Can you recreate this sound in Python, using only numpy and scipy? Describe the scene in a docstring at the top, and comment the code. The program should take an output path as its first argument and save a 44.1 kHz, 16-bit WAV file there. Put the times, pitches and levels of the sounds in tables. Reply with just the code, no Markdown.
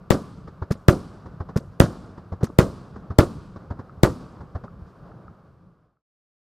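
"""Fireworks cake over an open field, at night

Mortar tubes thump, crack and hiss; shells burst overhead as steep pressure pushes that overload a small
camera microphone on a tripod. Decaying noise makes the scatter near the camera, the roll over the field
and the sizzling stars; far walls and tree lines return soft thuds, snaps and scatter.
A low noise hum of distant traffic with a few ticks lies below, and all fades out."""
import sys
import numpy as np
from scipy import signal
from scipy.fft import rfft, irfft, next_fast_len
from scipy.io import wavfile
from scipy.ndimage import uniform_filter1d, map_coordinates

SR = 44100
rng = np.random.default_rng(int(sys.argv[2]) if len(sys.argv) > 2 else 0)


def wav_record(signal):
    """Record a signal, one row per channel, as 16-bit PCM in the file named by sys.argv[1]."""
    frames = np.transpose(np.atleast_2d(signal))
    bounded = np.clip(frames, -1, 1)
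    # unit amplitude maps onto the largest positive 16-bit level
    quanta = np.round(bounded * 32767).astype(np.int16)
    wavfile.write(sys.argv[1], SR, quanta)


def ratio_of_db(decibels):
    """Turn decibels (scalar or array-like) into linear amplitude factors; 0 dB maps to 1."""
    return 10 ** (np.asarray(decibels, float) / 20)


N = 289737  # length in samples

# Distant traffic behind the field. Each row: frequency in Hz, relative density in dB per Hz.
HUM_SPECTRUM = [(15, -33), (25, -7.5), (65, -1.5), (138, 1.5), (182, 2), (232, -11.5), (524, -16),
                (878, -23.5), (1180, -18), (1550, -27), (1900, -39.5), (3500, -45.5), (4860, -45.5),
                (6550, -54.5), (14400, -61), (16500, -84.5)]
# Small ticks. Each row: start in seconds, level in dB before the envelope.
TICKS = [(3.895, -32.5), (4.6805, -30.5), (5.117, -35.5), (5.281, -29), (5.97, -34)]
# Width of noise at the microphone. 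Each row: frequency in Hz, side against mid in dB.
SIDE_LEVEL = [(60, -25), (380, -14), (800, -28.5), (1500, -32), (12000, -16.5)]
# Far walls and tree lines. Each row: delay in seconds, thud level in dB, treble tilt in dB,
# scatter level in dB, swell time in seconds.
WALLS = [(0.371, -36, 0.5, -38, 0.0066), (0.5148, -21, -4, -31.5, 0.0078), (0.601, -44.5, -2.5, -34, .008),
         (0.786, -33, -3.5, -67.5, .01), (.825, -54.5, 14.5, -57, 0.02), (.995, -53.5, -4.5, -46.5, 0.04),
         (1.1, -67.5, -7, -47.5, 0.087)]
# Scatter returned by the walls. Each row: frequency in Hz, relative density in dB per Hz.
WALL_SPECTRUM = [(59, -31.5), (100, -3.5), (267, -9), (619, -15), (836, -17), (1490, -21.5), (2520, -48.5),
                 (4870, -43), (12000, -72.5), (15600, -99), (22000, -120)]
# Mortar lifts. Each row: start in seconds, thump level in dB.
LIFTS = [(0.7064, -17), (1.559, -16), (2.4291, -15.5)]
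# Tones of the mortar tube. Each row: frequency in Hz, level in dB against the thump level,
# time of the peak in ms, spread in ms.
TUBE_TONES = [(135, 11.5, 5.63, 2.5), (387, 3, 7.04, 1.95), (224, -7, 16, 11), (567, -20.5, 1.1, 3.4),
              (1300, -33, 2.5, 6)]
# Gas leaving the tube. Each row: frequency in Hz, relative density in dB per Hz.
GAS_SPECTRUM = [(590, -31.5), (1000, 2.5), (3050, -11), (5480, -6), (6690, -10.5), (14300, -20.5),
                (16500, -48)]
# Shell bursts. Each row: time of the shock in seconds, blast level in dB, right channel lag in ms,
# right channel treble in dB, extra path of the wall returns in ms.
BURSTS = [(.1067, 13, 0.29, -11.5, -4.5), (0.8848, 15.5, 0.34, -1, 0.6), (1.8027, 16, .3, 5.5, 1.5),
          (2.5885, 16, 0.2, -5, -2.5), (3.1877, 16, 0.17, -6.5, -0.5), (4.0341, 14, 0.25, -13, -0.5)]
# Paths of a burst to the microphone: tripod, air, ground, nearby things.
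# Each row: time after the shock in ms, push level in dB, body ring level in dB.
PATHS = [(-2.1, -22, -20), (0, 0, -15), (6.1, -21, -15), (16.8, -34, -5)]
# Resonances of the camera body. Each row: frequency in Hz, width in Hz, level in dB.
BODY = [(369, 31, -6.5), (565, 33, -6.5), (1210, 270, -15), (2110, 330, -21)]
# Scatter near the camera, of bursts and lifts. Each row: frequency in Hz, relative density in dB per Hz.
NEAR_SPECTRUM = [(18, -34.5), (30, -8.5), (80, 1), (306, -3.5), (455, -5), (533, -3), (881, -16.5),
                 (1210, -10), (2220, -24.5), (4900, -31.5), (14800, -45), (16500, -63.5)]
# Its decay. Each row: frequency in Hz, time to fall 60 dB in seconds.
NEAR_T60 = [(60, 0.2), (300, 0.22), (1200, .16), (2500, 0.11), (5000, 0.16), (9000, .2), (14000, 0.079)]
# Roll over the field. Each row: frequency in Hz, relative density in dB per Hz.
FIELD_SPECTRUM = [(18, -45), (30, -19), (185, -6.5), (314, -11.5), (432, -12.5), (835, -25), (1180, -23),
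                  (1940, -46), (3200, -43.5), (4900, -39), (6500, -46.5), (10500, -48), (15200, -53),
                  (16500, -77.5)]
# Its decay. Each row: frequency in Hz, time to fall 60 dB in seconds.
FIELD_T60 = [(60, 1.7), (500, 0.46), (2000, 1.4), (5000, .9), (8000, 0.89), (13000, 0.42)]
# Sizzle of the stars overhead. Each row: frequency in Hz, relative density in dB per Hz.
STARS_SPECTRUM = [(600, -32.5), (1000, 2.5), (3050, -16), (5000, -9.5), (6700, -12.5), (10000, -15.5),
                  (14300, -15.5), (16500, -47)]
# Its decay. Each row: frequency in Hz, time to fall 60 dB in seconds.
STARS_T60 = [(2000, .2), (6000, 0.28), (14000, 0.17)]
# Span in which the right channel thins: from, to, in seconds.
THIN_SPAN = (.101, .119)
# Fade to silence: from, to, in seconds.
FADE_SPAN = (5.03, 6.023)
# The recorder's treble rolls off between these: from, to, in Hz.
TREBLE_EDGE = (15800, 16700)


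def unit(x):
    """Scale to rms 1."""
    return x / np.sqrt(np.mean(x ** 2) + 1e-20)


def along(points, hz):
    """Read (Hz, value) points on a log frequency axis."""
    f, v = np.transpose(points)
    return np.interp(np.log(hz + 1), np.log(f + 1), v)


def filtered(x, response):
    """Apply a complex response of frequency."""
    n = x.shape[-1]
    m = next_fast_len(n + 8192)
    return irfft(rfft(x, m) * response(np.fft.rfftfreq(m, 1 / SR)), m)[..., :n]


def low_pass(hz):
    """First-order response that dulls sound above hz."""
    return lambda f: 1 / (1 + 1j * f / hz)


def rise(t, seconds):
    """Straight onset from 0 to 1."""
    return np.clip(t / seconds, 0, 1)


def add(into, x, s):
    """Mix x into the scene at time s."""
    k = round(s * SR)
    into[:, k:k + x.shape[-1]] += x[..., :N - k]


def rush(n, spectrum):
    """Nearly centred stereo noise of rms 1: shaped mid noise with a weaker, independent side."""
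    def response(hz):
        return ratio_of_db(along(spectrum, hz)) * [np.ones_like(hz), ratio_of_db(along(SIDE_LEVEL, hz))]
    mid, side = filtered(rng.standard_normal((2, n)), response)
    return unit(np.array([mid + side, mid - side]))


def dying(seconds, spectrum, t60, lumpy_db):
    """Scattered sound: each frequency dies at its own speed, in lumps as separate echoes arrive."""
    n = round(seconds * SR)
    hz, t, z = signal.stft(rush(n, spectrum), SR, nperseg=256)
    lumps = uniform_filter1d(rng.standard_normal(z.shape[1:]), size=3, axis=1)
    lumps = unit(uniform_filter1d(lumps, size=12, axis=0))
    decay_db = -60 * t / along(t60, hz)[:, None]
    return signal.istft(z * ratio_of_db(lumpy_db * lumps + decay_db), SR, nperseg=256)[1][:, :n]


def ticks():
    """Small ticks, each a sine with a rounded onset that rings briefly."""
    out, t = np.zeros((2, N)), np.arange(2000) / SR
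    pitch_hz, t60_s, onset_s = 1280, 0.017, 0.00084
    for s, db in TICKS:
        envelope = ratio_of_db(db - 60 * t / t60_s) * (1 - np.exp(-t / onset_s))
        add(out, envelope * np.sin(2 * np.pi * pitch_hz * t), s)
    return out


def hum():
    """Distant traffic: shaped noise whose low part throbs and whose upper part flutters slightly."""
    now = np.arange(N) / SR
    throb_rate, flutter_rate = 14, 30  # random levels per second, smoothly joined
    throb = map_coordinates(rng.standard_normal(N * throb_rate // SR + 4), [now * throb_rate])
    flutter = map_coordinates(rng.standard_normal(N * flutter_rate // SR + 4), [now * flutter_rate])
    noise = rush(N, HUM_SPECTRUM)
    low = filtered(noise, lambda f: 1 / (1 + (f / 300) ** 4))
    throbbing = ratio_of_db(-48.5 + 3.2 * throb) * unit(low)  # dB
    fluttering = ratio_of_db(-54.5 + 0.44 * flutter) * unit(noise - low)
    return throbbing + fluttering


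def walls():
    """Distance rounds the shock into a soft swing, a dull snap that rings the body, and scatter."""
    out, t = np.zeros((2, N)), np.arange(SR // 2) / SR
    for delay, thud_db, treble_db, scatter_db, swell in WALLS:
        u = t / .0065
        thud = -np.sin(2 * np.pi * 85 * (t + .001)) * u * np.exp(1 - u) * rise(t, 0.0043)
        ring_hz = rng.normal(1100, 110)
        snap = np.exp(-((t - swell) / .0024) ** 2) * np.sin(2 * np.pi * ring_hz * t)
        snap_db = scatter_db - 2.5 - 4.2 * swell / 0.042  # a slower swell blurs the snap

        def surface(f):  # foliage returns more treble than stone
            return ratio_of_db(treble_db * f ** 2 / (f ** 2 + 2500 ** 2))
        scatter = filtered(rush(len(t), WALL_SPECTRUM), surface) * (t / swell) * np.exp(1 - t / swell)
        echo = ratio_of_db(thud_db) * thud + ratio_of_db(snap_db) * snap + ratio_of_db(scatter_db) * scatter
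        add(out, ratio_of_db(rng.normal(0, 0.73)) * echo, delay)  # level varies from burst to burst
    return out


def lifts():
    """The tube swells into a thump of short tones, cracks, and hisses as the shell leaves."""
    out, t = np.zeros((2, N)), np.arange(SR // 2) / SR
    ms = t * 1000
    gas_delay_s, gas_t60_s = 0.012, 0.052
    for s, db in LIFTS:
        thump = sum(ratio_of_db(level) * np.exp(-((ms - peak) / spread) ** 2) * np.cos(2 * np.pi * hz * t)
                    for hz, level, peak, spread in TUBE_TONES)
        muzzle = ratio_of_db(-1.0) * np.exp(-(ms / .9) ** 2)
        crack = ratio_of_db(-38 - 60 * np.abs(t - .004) / .025) * (t > .0035) * rush(len(t), GAS_SPECTRUM)
        # the shell clears the muzzle
        gas = ratio_of_db(db - 17.5 - 60 * (t - gas_delay_s) / gas_t60_s) * rise(t - gas_delay_s, .001)
        gas = gas * rush(len(t), GAS_SPECTRUM)
        rumble = ratio_of_db(db - 16.5) * dying(.5, NEAR_SPECTRUM, NEAR_T60, lumpy_db=6.0) * rise(t, 0.0058)
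        # the climbing shell
        trail = ratio_of_db(-72.0) * np.exp(-((t - .09) / 0.079) ** 2) * rush(len(t), GAS_SPECTRUM)
        push = ratio_of_db(db) * (thump + muzzle) * rise(t, 0.0004)
        add(out, push + crack + gas + rumble + trail, s + .0004)
    return out


def shock(push_ms, capsule_hz, width_hz):
    """A steep pressure push along each path; the capsule swings back past rest, the body rings."""
    t = np.arange(SR // 5) / SR * 1000 - 5  # ms; the shock comes 5 ms in
    pushes = np.array([(t >= ms) * np.exp(-(np.clip(t - ms, 0, None) / push_ms) ** 3)
                       for ms, _, _ in PATHS])
    indirect = [0, 2, 3]
    pushes[indirect] = filtered(pushes[indirect], low_pass(1200))  # duller than the direct path
    pushes = filtered(pushes, low_pass(7000))  # air rounds the front
    _, push_db, ring_db = np.transpose(PATHS)

    def capsule(f):
        return -f * f / (capsule_hz ** 2 - f * f + 1j * f * width_hz)

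    def body(f):
        return sum(ratio_of_db(db) * 1j * f * w / (c * c - f * f + 1j * f * w) for c, w, db in BODY)
    return filtered(ratio_of_db(push_db) @ pushes, capsule) + filtered(ratio_of_db(ring_db) @ pushes, body)


def stereo_shock(wave, lag_ms, right_db):
    """The early part of the shock reaches the right channel later, duller and with its own treble level."""
    early = np.interp(np.arange(len(wave)) / SR, [.008, .011], [1, 0])

    def slant(f):  # the level change spares the bass
        delay = np.exp(-2j * np.pi * f * lag_ms / 1000)
        return ratio_of_db(right_db * f / (f + 300)) * low_pass(700)(f) * delay
    return np.array([wave, wave + early * (filtered(wave, slant) - wave)])


def right_spit():
    """A very short puff of noise at the shock, far stronger in the right channel."""
    t = np.arange(SR // 10) / SR
    spit = rng.standard_normal((2, len(t))) * ratio_of_db([[-18], [1]]) * np.exp(-((t - .0007) / 0.00038) ** 2)
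    return filtered(spit, lambda f: low_pass(6000)(f) ** 2)


def tripod_tick():
    """A sharp tick of noise runs up the tripod, with a weaker, slower tail."""
    t = np.arange(SR // 10) / SR
    envelope = ratio_of_db(-30 - 60 * t / 0.058) + ratio_of_db(-18.5 - 60 * t / 0.0013)
    return envelope * rush(len(t), [(1500, -10), (7000, -1), (16000, -6)])  # Hz, relative dB per Hz


def bursts():
    """Shock, tripod tick, spit of noise, near scatter, the long roll, the stars and the wall returns."""
    out = np.zeros((2, N))
    wave = shock(push_ms=0.76, capsule_hz=104, width_hz=99)
    for s, db, lag_ms, right_db, path_ms in BURSTS:
        roll_db = -11 + .35 * (db - 17.5)  # scatter follows the blast only in part
        add(out, ratio_of_db(db) * stereo_shock(wave, lag_ms, right_db), s - .005)
        add(out, right_spit(), s + lag_ms / 1000)
        add(out, tripod_tick(), s - .0028)  # ahead of the shock
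        near = dying(0.23, NEAR_SPECTRUM, NEAR_T60, lumpy_db=2.68)
        add(out, ratio_of_db(roll_db) * near * rise(np.arange(near.shape[1]) / SR, 0.0034), s + .003)
        far = dying(1.9, FIELD_SPECTRUM, FIELD_T60, lumpy_db=1.1)
        add(out, ratio_of_db(roll_db - 18.5) * far * rise(np.arange(far.shape[1]) / SR, 0.021), s + 0.008)
        stars = dying(0.65, STARS_SPECTRUM, STARS_T60, lumpy_db=2.7)  # burning stars sizzle
        add(out, ratio_of_db(roll_db - 31.5) * stars, s + .006)
        add(out, walls(), s + path_ms / 1000)
    return out


def scene():
    """All sources in the field."""
    return hum() + ticks() + lifts() + bursts()


def top_cut(x):
    """Nothing passes above the cut-off."""
    return signal.sosfilt(signal.butter(12, 16790, fs=SR, output="sos"), x)


def record(dry):
    """The microphone input clips, the right channel briefly thins, the end fades, the treble rolls off."""
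    now = np.arange(N) / SR
    left, right = dry / (1 + np.abs(dry) ** 8) ** (1 / 8)
    thin = filtered(right, lambda f: 0.68 * 1j * f / (900 + 1j * f))  # less bass, and softer
    start, end = THIN_SPAN
    share = np.interp(now, [start - .002, start, end - .003, end], [0, 1, 1, 0])
    mix = np.array([left, right + share * (thin - right)]) * np.interp(now, FADE_SPAN, [1, 0])
    mix = filtered(mix, lambda f: np.interp(f, TREBLE_EDGE, [1, 0]) ** 2)
    return top_cut(mix)


dry = scene()
out = record(dry)
wav_record(out)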